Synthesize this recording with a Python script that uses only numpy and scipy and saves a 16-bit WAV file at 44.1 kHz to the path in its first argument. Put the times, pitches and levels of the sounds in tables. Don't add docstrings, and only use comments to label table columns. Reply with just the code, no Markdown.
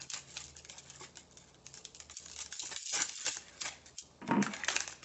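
import sys
import numpy as np
from scipy import signal
from scipy.fft import rfft, irfft, next_fast_len
from scipy.io import wavfile
from scipy.ndimage import uniform_filter1d, map_coordinates

SR = 44100
rng = np.random.default_rng(int(sys.argv[2]) if len(sys.argv) > 2 else 0)


def file_out(sig):
    cols = np.atleast_2d(sig).T
    lim = np.clip(cols, -1, 1)
    pcm = np.round(lim * 32767).astype(np.int16)
    wavfile.write(sys.argv[1], SR, pcm)


N = 222308
BAND_LIMIT_HZ = 7950

# t/s, level/dB, mid/dB, low/dB, resettling/dB (last three re level)
CREASE_SNAPS = [(0.0173, -31, -2.5, -19, -24), (0.1006, -25, -19, -23, -13), (0.117, -33.5, -4, -3.5, -17),
                (0.1351, -24.5, -9, -8.5, -20.5), (0.142, -29.5, -4, -5, -16), (0.161, -34, -11, -7, -14),
                (0.3683, -25, 6, -8, -19), (0.376, -29, 0, -13, -18), (0.4399, -34, -16, -36, -12),
                (0.4805, -40.5, -7, -10.5, -11.5), (0.5664, -35, -25, -17, -12),
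                (0.6481, -35, -11, -7.5, -20.5), (0.6971, -31, -6.5, -11, -17),
                (0.7819, -37.5, -8, -23, -11), (0.8995, -34.5, -27, -15.5, -9.5),
                (1.035, -39.5, -3, 0, -15.5), (1.156, -41.5, -2, -18, -15), (1.1707, -32.5, -14, -13, -16),
                (1.3113, -45.5, -30, -16, -12), (1.3715, -37, -9.5, -16, -15),
                (1.544, -46.5, -5.5, -7, -24), (1.6653, -31, -12.5, -20, -15),
                (1.7401, -34, -26, -17, -13.5), (1.7734, -36.5, -30, -11, -15),
                (1.8509, -28, -12, -27, -24), (1.947, -35.5, -11, -21.5, -13),
                (2.0009, -31, -15, -12.5, -18.5), (2.0969, -34.5, 0, -3, -22.5),
                (2.1683, -27.5, -20.5, -27, -17), (2.2587, -33, -13.5, -9.5, -23),
                (2.283, -38, -6, -16.5, -20.5), (2.2974, -37, -18, -19, -16.5),
                (2.3137, -34, -18, -21, -19), (2.333, -38, -2, -22, -19.5), (2.362, -31, -14, -18, -20),
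                (2.389, -28.5, -14, -13, -19), (2.422, -32.5, -13, -12.5, -19),
                (2.4602, -31, -16, -13, -22), (2.5245, -27.5, -15, -13, -15),
                (2.5533, -38, -10, -10, -12.5), (2.5945, -27.5, -8.5, -54, -10.5),
                (2.657, -32, -20, -13.5, -13.5), (2.692, -33, -29, -9.5, -22.5),
                (2.7139, -37.5, -6, -6, -7), (2.724, -33, -9.5, -5, -14.5), (2.745, -35.5, -19, -17, -16.5),
                (2.7617, -22.5, -13, -18, -20), (2.8576, -40, -21, -31, -14), (2.894, -43, -15, -23, -20),
                (2.9282, -28, -7.5, -18, -19.5), (2.9741, -23.5, -7, -20, -13.5),
                (3.003, -29.5, -12, -6.5, -18), (3.0195, -14.5, -12, -21.5, -20.5),
                (3.0931, -26, -12.5, -16, -16.5), (3.135, -38.5, -20.5, -16, -20.5),
                (3.1534, -35.5, -20, -34, -17.5), (3.1744, -34.5, -2, -17, -15),
                (3.2522, -27.5, -27, -28, -18.5), (3.264, -18.5, -14, -14.5, -15.5),
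                (3.279, -29.5, -11, -17, -17), (3.346, -33.5, -25.5, -25, -17.5),
                (3.3688, -25.5, -18, -11, -21), (3.4823, -40, -3, 1.5, -21), (3.612, -34.5, -3, -11, -18.5),
                (3.616, -21.5, -4, -12.5, -17), (3.655, -29.5, -10, -5, -18.5),
                (3.6677, -32.5, -1, -4, -15), (3.680, -29, -4, -2.5, -18.5), (3.6845, -28.5, -1, -5.5, -19),
                (3.8589, -42, -20, -9.5, -10), (3.9844, -27.5, -17, -26, -16), (4.277, -32.5, 2, 3, -19),
                (4.425, -20, -16, -4.5, -21), (4.435, -31.5, -7, 4.5, -21.5), (4.464, -30, -6, 4, -22),
                (4.5357, -28.5, 3.5, 0.5, -16.5), (4.5647, -31, -11, 0, -20), (4.5975, -41, -2, 4, -18),
                (4.6452, -25.5, -5, -9, -27), (4.6837, -16.5, -9, -3, -28), (4.6868, -17, 1, -2.5, -24),
                (4.701, -24, -4, -0.5, -13), (4.724, -31.5, -10, 1.5, -17.5),
                (4.7634, -12.5, -3.5, -5.5, -30), (4.8045, -18.5, -15.5, -12, -22),
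                (4.8764, -24.5, -15.5, -13, -21.5), (4.896, -35, -28, -3.5, -18.5),
                (4.9245, -34.5, -14, -0.5, -20), (5.0294, -36, -1.5, 0, -17.5)]


def snaps(gain_db=11.5, mid_db=3, low_db=6, crackles_per_s=70, crackle_db=6):
    creases = [(s, db, mid + mid_db, low + low_db) for s, db, mid, low, _ in CREASE_SNAPS]
    for s, length, db, _ in FINGER_SQUEEZES:
        draws = rng.random((20, 2))[:int(crackles_per_s * length)]
        for when, weakness in draws:
            creases.append((s + when * length, db + crackle_db - 10 * weakness, 2, -16))
    out = np.zeros(N + SR)
    for s, db, mid, low in creases:
        crack = snap(db + gain_db, mid, low)
        start = SR // 2 + round(s * SR) - len(crack) // 2
        out[start:start + len(crack)] += crack
    return out[SR // 2:][:N]


# f/Hz, level/dB
CREASE_SPECTRUM = [(100, -34.5), (400, -7.5), (800, 0.5), (1400, 4), (2400, 4), (3500, 8.5), (5000, 3),
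                   (6500, 7.5), (7500, -4)]


def snap(db, mid_db, low_db, flutter_db=-23, flutter_t60_s=0.02, lag_s=0.002, uneven_db=3, size=2048):
    t, hz = np.arange(size) / SR, np.fft.rfftfreq(size, 1 / SR)
    jolt = amp(flutter_db - 60 * t / flutter_t60_s) * rng.standard_normal(size)
    jolt[0] += 1
    second_jolt = rng.uniform(-0.28, 1) * np.exp(-2j * np.pi * hz * lag_s * rng.uniform(0.51, 1))
    panel_db = along([(1700, low_db), (3600, mid_db), (6500, 0.0077)], hz)
    own_db = uneven_db * map_coordinates(rng.standard_normal(16), [15 * hz / BAND_LIMIT_HZ], mode='nearest')
    colour = amp(along(CREASE_SPECTRUM, hz) + panel_db + own_db) * (hz < BAND_LIMIT_HZ + 1000)
    spectrum = rfft(jolt) * (1 + second_jolt) * colour * bending(hz, travel_s=0.0011)
    crack = np.fft.fftshift(irfft(spectrum))
    return amp(db) * crack / np.linalg.norm(crack)


# f/Hz, density/dB
FILM_SPECTRUM = [(400, -58), (1000, -42.5), (1800, -22), (2800, 0.5), (4000, -2), (5200, 3.5), (6300, 4),
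                 (7400, 9), (8200, -10.5)]
# f/Hz, density/dB
HOLLOW_SPECTRUM = [(70, -20), (130, -8), (220, -9), (320, -1), (440, -5), (570, 1), (700, -6), (820, 3),
                   (1060, -5), (1210, 3), (1350, -6), (1620, 2), (1850, -1), (2200, 1), (4000, -10),
                   (8000, -35)]


def crinkle(film_db=-3.5, hollow_db=-2, busy_db=-45, surge_db=2):
    fine_db, body_db = strain()
    per_s = 1000 * amp((fine_db - busy_db) / 2)
    fine = patchy(wrinkles(FILM_SPECTRUM, per_s, spread_db=-1), depth_db=3.5)
    body = patchy(wrinkles(HOLLOW_SPECTRUM, per_s=1200, spread_db=3), depth_db=4)
    surge = amp(surge_db * wobble(70))
    return (amp(fine_db + film_db) * fine + amp(body_db + hollow_db) * body) * surge


# t/s, length/s, level/dB, hollow rustle/dB (re level)
FINGER_SQUEEZES = [(0.0, 0.0032, -43, -7.5), (0.123, 0.032, -42.5, -10.5), (0.274, 0.07, -53, -8),
                   (0.357, 0.03, -45, -10.5), (0.695, 0.26, -56, -8.5), (1.003, 0.033, -49.5, -7.5),
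                   (1.392, 0.11, -64, -5.5), (2.112, .22, -54, -14.5), (2.385, 0.032, -46, -12),
                   (2.52, 0.073, -48, -12), (2.623, 0.031, -42, -14.5), (2.705, 0.032, -44.5, -13),
                   (2.79, 0.043, -44.5, -36), (2.863, 0.06, -37.5, -52), (2.935, 0.031, -33.5, -7.5),
                   (2.97, 0.028, -36, -3), (3.079, 0.12, -45.5, -35), (3.185, 0.041, -43.5, -8.5),
                   (3.262, 0.0084, -32.5, -9.5), (3.296, 0.054, -42, -15.5), (3.424, 0.18, -60, -2.5),
                   (3.601, 0.023, -44, -7.5), (3.652, 0.01825, -43, 0), (4.457, .18, -63, 13),
                   (4.694, 0.037, -44, -5), (4.781, 0.035, -54.5, 8)]


def strain(held_db=-73.5, attack_s=0.014, swell_db=2.5, release_db_per_s=251.5,
           load_db=-23.5, load_db_per_s=806.5, settle_db_per_s=254):
    t = np.arange(N) / SR
    fine, body = np.full(N, amp(held_db) ** 2), np.full(N, amp(held_db - 2) ** 2)
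    around = lambda s: slice(max(int(s * SR) - SR // 8, 0), int(s * SR) + SR // 2)
    for s, length, db, hollow_db in FINGER_SQUEEZES:
        since = t[around(s)] - s
        grip = np.clip(since / attack_s + 1, 0, 1)
        tighten_db = swell_db * (np.clip(since / length, 0, 1) - 0.5)
        release_db = release_db_per_s * np.maximum(since - length, 0)
        power = (grip * amp(db + tighten_db - release_db)) ** 2
        fine[around(s)] += power
        body[around(s)] += power * amp(hollow_db) ** 2
    for s, db, _, low_db, settle_db in CREASE_SNAPS:
        since = t[around(s)] - s
        creak_db = load_db + load_db_per_s * since
        fade_db = settle_db - settle_db_per_s * since
        power = amp(db + np.where(since < 0, creak_db, fade_db)) ** 2
        fine[around(s)] += power
        body[around(s)] += power * amp(low_db + 1) ** 2
    return 10 * np.log10([fine, body])


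def wrinkles(spectrum, per_s, spread_db, travel_s=0.0006157, t60_s=0.015, patches=3):
    out, t = np.zeros(N), np.arange(SR // 50) / SR
    decay = amp(-60 * t / t60_s) ** 2
    for _ in range(patches):
        sizes = amp(spread_db * np.clip(rng.standard_normal(N), -2, 2))
        power = sizes ** 2 * (rng.random(N) < per_s / patches / SR) / per_s
        flutter = np.sqrt(np.abs(signal.fftconvolve(power, decay)[:N])) * rng.standard_normal(N)
        delay_s = travel_s * rng.uniform(0.47, 1.9805)
        out += filtered(flutter, lambda hz: amp(along(spectrum, hz)) * bending(hz, delay_s))
    return unit(out)


def bending(hz, travel_s):
    return np.exp(-4j * np.pi * travel_s * np.sqrt(6000 * hz))


def patchy(x, depth_db, size=512):
    frames = signal.stft(x, nperseg=size)[2]
    field = uniform_filter1d(rng.standard_normal(frames.shape), size=3, axis=0)
    field = unit(uniform_filter1d(field, size=7, axis=1))
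    return unit(signal.istft(frames * amp(depth_db * field), nperseg=size)[1][:N])


# f/Hz, width/Hz, level/dB
PANEL_MODES = [(822, 20, -5.5), (1199, 17, -7.5), (1586, 51, 0), (1920, 23, 1.5), (2306, 75, -3),
               (2850, 96, -6), (3770, 110, -2.5)]


def panels(film, gain_db=-3, stretch=0.068, shapes_per_s=14, shapes=5):
    out, shape = np.zeros(N), np.floor(np.arange(N) / SR * shapes_per_s) % shapes
    for k in range(shapes):
        modes = [(hz * np.exp(stretch * rng.standard_normal()), width, db) for hz, width, db in PANEL_MODES]
        response = lambda f: sum((-1) ** i * amp(db) * 1j * f * width / (hz * hz - f * f + 1j * f * width)
                                 for i, (hz, width, db) in enumerate(modes))
        out += filtered(film * soft_gate(shape == k), response)
    return amp(gain_db) * out


# t/s, level/dB, low-pass f/Hz
TABLE_KNOCKS = [(4.216, -32.5, 995), (4.244, -29.5, 400), (4.287, -23, 855), (4.301, -19, 297),
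                (4.311, -19, 1820), (4.316, -20, 1580), (4.333, -24, 914), (4.352, -14, 446),
                (4.367, -19, 794), (4.381, -17.5, 403), (4.399, -16.5, 498)]
# f/Hz, level/dB, t60/s
TABLE_MODES = [(140, -13, .4), (203, 1, .25), (219, -9, .15), (247, -1.5, .25), (275, -5, .2),
               (305, -14, .12), (335, -4.5, .24), (365, -13, .14), (438, -8, .24), (478, -14, .14),
               (522, -14, .16), (641, -13, .2), (712, -16, .2), (927, 0, .19), (964, 0, .19),
               (1104, -7, .1), (1246, -6, .11), (1460, -9, .08), (1680, -10, .1)]


def knocks(gain_db=-14, clack_db=12, clack_t60_s=0.019, rattle_db=2, rattle_hz=1900,
           rest_s=4.405, rest_db_per_s=139):
    out, t = np.zeros(N), np.arange(SR * 3 // 4) / SR
    for s, db, dull_hz in TABLE_KNOCKS:
        clack = amp(clack_db - 60 * t / clack_t60_s) * rng.standard_normal(len(t))
        rattle = amp(rattle_db) * butter(clack, [rattle_hz / np.sqrt(2), rattle_hz * np.sqrt(2)], 'band')
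        blow = ringing(TABLE_MODES, t) + clack + rattle
        add(out, s, amp(db + gain_db) * butter(blow, dull_hz, 'low'))
    out *= amp(-rest_db_per_s * np.clip(np.arange(N) / SR - rest_s, 0, 1))
    return butter(out, 150, 'high')


# t/s, level/dB
SCRAPE_LEVELS = [(4.212, -80), (4.217, -52), (4.27, -59.5), (4.3, -48), (4.325, -38.5), (4.4, -41),
                 (4.45, -48.5), (4.52, -57), (4.56, -110)]
# f/Hz, density/dB
SCRAPE_SPECTRUM = [(100, -40.5), (250, -10.5), (500, 1), (750, -3), (1100, -1), (1500, -4.5), (2400, -8.5),
                   (2900, -9), (3500, -31.5), (7000, -50.5)]


def scrape(gain_db=-1, rough_db=3.5):
    slips = wrinkles(SCRAPE_SPECTRUM, per_s=940, spread_db=4, t60_s=0.01)
    return amp(curve(SCRAPE_LEVELS) + gain_db) * unit(slips * amp(rough_db * wobble(120)))


# t/s, level/dB, pitch ratio
LIGHT_TAPS = [(4.425, -24.5, 0.986), (4.465, -30, 0.72), (4.473, -34.5, 0.73), (4.636, -28.5, 1.02),
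              (4.683, -24.5, 0.97)]
# f/Hz, level/dB, t60/s
TAP_MODES = [(1393, -13.5, 0.033), (1627, -18, 0.035), (1860, 6.5, 0.01), (1896, 4, 0.018),
             (2420, 3.5, 0.01)]


def taps():
    return short_rings(LIGHT_TAPS, TAP_MODES, gain_db=-1.5, attack_s=0.00055)


# t/s, level/dB, pitch ratio
LOW_BLIPS = [(1.009, -45.5, 0.96), (1.171, -57, 0.8), (2.632, -50, 0.85), (3.003, -45, 0.772),
             (3.275, -54, 0.77), (3.366, -53.5, 0.886), (3.678, -57, 0.9)]
# f/Hz, level/dB, t60/s
BLIP_MODES = [(375, -4.5, 0.097), (455, -8.5, 0.092), (920, -1.5, 0.042), (1150, 1.5, 0.04)]


def blips():
    return short_rings(LOW_BLIPS, BLIP_MODES, gain_db=4.5, attack_s=0.0022)


def short_rings(rows, modes, gain_db, attack_s):
    out, t = np.zeros(N), np.arange(SR // 4) / SR
    for s, db, pitch in rows:
        add(out, s, amp(db + gain_db) * ringing(modes, t, pitch) * (1 - np.exp(-t / attack_s)))
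    return out


def ringing(modes, t, pitch=1, scatter_db=0):
    hz, db, t60_s = np.transpose(modes)[:, :, None]
    strength = amp(db + scatter_db * rng.standard_normal(hz.shape)) * rng.choice([-1, 1], hz.shape)
    return np.sum(strength * amp(-60 * t / t60_s) * np.sin(2 * np.pi * hz * pitch * t), axis=0)


# f/Hz, t60/s
ROOM_T60 = [(150, 0.41), (1000, 0.53), (4000, 0.67), (8000, 0.37)]


def room(x, tail_db, early_db, early_t60_s=0.0551, gap_s=0.0052, positions=4, moves_per_s=10):
    out, position = np.zeros(N), np.floor(np.arange(N) / SR * moves_per_s) % positions
    for k in range(positions):
        hz, t, noise = signal.stft(rng.standard_normal(SR * 3 // 4), SR, nperseg=256)
        tail = signal.istft(noise * amp(-60 * t / along(ROOM_T60, hz)[:, None]), SR, nperseg=256)[1]
        t = np.arange(len(tail)) / SR
        early = rng.standard_normal(len(t)) * amp(-60 * t / early_t60_s)
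        response = sum(amp(db) * part * (t > gap_s) / np.linalg.norm(part * (t > gap_s))
                       for part, db in [(tail, tail_db), (early, early_db)])
        out += signal.fftconvolve(x * soft_gate(position == k), response)[:N]
    return out


# f/Hz, density/dB
AIR_SPECTRUM = [(25, -18.5), (45, 10.5), (65, -2), (100, 8.5), (200, 6.5), (500, 4.5), (800, 0.5),
                (1300, -6.5), (2000, -28.5), (4000, -8), (7000, -13)]


def air(rms_db=-64):
    return amp(rms_db) * unit(filtered(rng.standard_normal(N), lambda hz: amp(along(AIR_SPECTRUM, hz))))


# f/Hz, level/dB
HUM_TONES = [(59, -79.5), (76, -70), (172.3, -78), (242.2, -84.5), (436, -78.5)]
# t/s, level/dB
DRONE_LEVELS = [(0, -65), (1.2, -72.5), (2.5, -76.5), (5, -72.5)]


def appliance(drone_hz=135, waver_db=3.5):
    out, t = np.zeros(N), np.arange(N) / SR
    for hz, db in [*HUM_TONES, (drone_hz, curve(DRONE_LEVELS))]:
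        peak = np.sqrt(2) * amp(db + waver_db * wobble(5.8))
        out += peak * np.sin(2 * np.pi * hz * t + 0.5 * wobble(1.5))
    return out


def amp(db):
    return 10 ** (np.asarray(db) / 20)


def unit(x):
    return x / np.sqrt(np.mean(x ** 2) + 1e-20)


def along(points, hz):
    f, values = np.transpose(points)
    return np.interp(np.log(hz + 1), np.log(f + 1), values)


def curve(points):
    return np.interp(np.arange(N) / SR, *np.transpose(points))


def wobble(knots_per_s):
    knots = rng.standard_normal(int(N * knots_per_s / SR) + 4)
    return map_coordinates(knots, [np.arange(N) * knots_per_s / SR])


def soft_gate(on):
    return uniform_filter1d(1.0 * on, size=512)


def filtered(x, response):
    size = next_fast_len(N + SR // 2)
    return irfft(rfft(x, size) * response(np.fft.rfftfreq(size, 1 / SR)), size)[:N]


def butter(x, hz, kind):
    return signal.sosfilt(signal.butter(2, hz, kind, fs=SR, output='sos'), x)


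def add(track, s, sound):
    start = int(np.clip(round(s * SR), 0, N))
    track[start:start + len(sound)] += sound[:N - start]


def suppress(x, above_db=15, quiet_db=-53, knee_db=4, depth_db=22, edge_hz=1000, size=1024):
    hz, _, frames = signal.stft(x, SR, nperseg=size)
    power = np.abs(uniform_filter1d(np.abs(frames) ** 2, size=5, axis=1)) + 1e-20
    treble_db = 10 * np.log10(power[hz > 4000].sum(0))
    low_db = 10 * np.log10(power[(hz > 200) & (hz < 1000)].sum(0))
    shut = np.clip(np.minimum(treble_db - low_db - above_db, quiet_db - low_db) / knee_db, 0, 1)
    low_band = 1 / (1 + (hz[:, None] / edge_hz) ** 6)
    return signal.istft(frames * amp(-depth_db * shut * low_band), SR, nperseg=size)[1][:N]


def scene():
    film = snaps() + crinkle()
    table = knocks() + scrape()
    bag = film + panels(film)
    small = taps() + blips()
    reverb = room(bag + small, tail_db=-14.5, early_db=-12) + room(table, tail_db=-10, early_db=-14)
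    return (bag + small + table + reverb + air() + appliance())[None]


def record(dry, low_cut_hz=45):
    clean = suppress(butter(dry[0], low_cut_hz, 'high'))
    return filtered(clean, lambda hz: 1 / np.sqrt(1 + (hz / BAND_LIMIT_HZ) ** 76))[None]


dry = scene()
out = record(dry)
file_out(out)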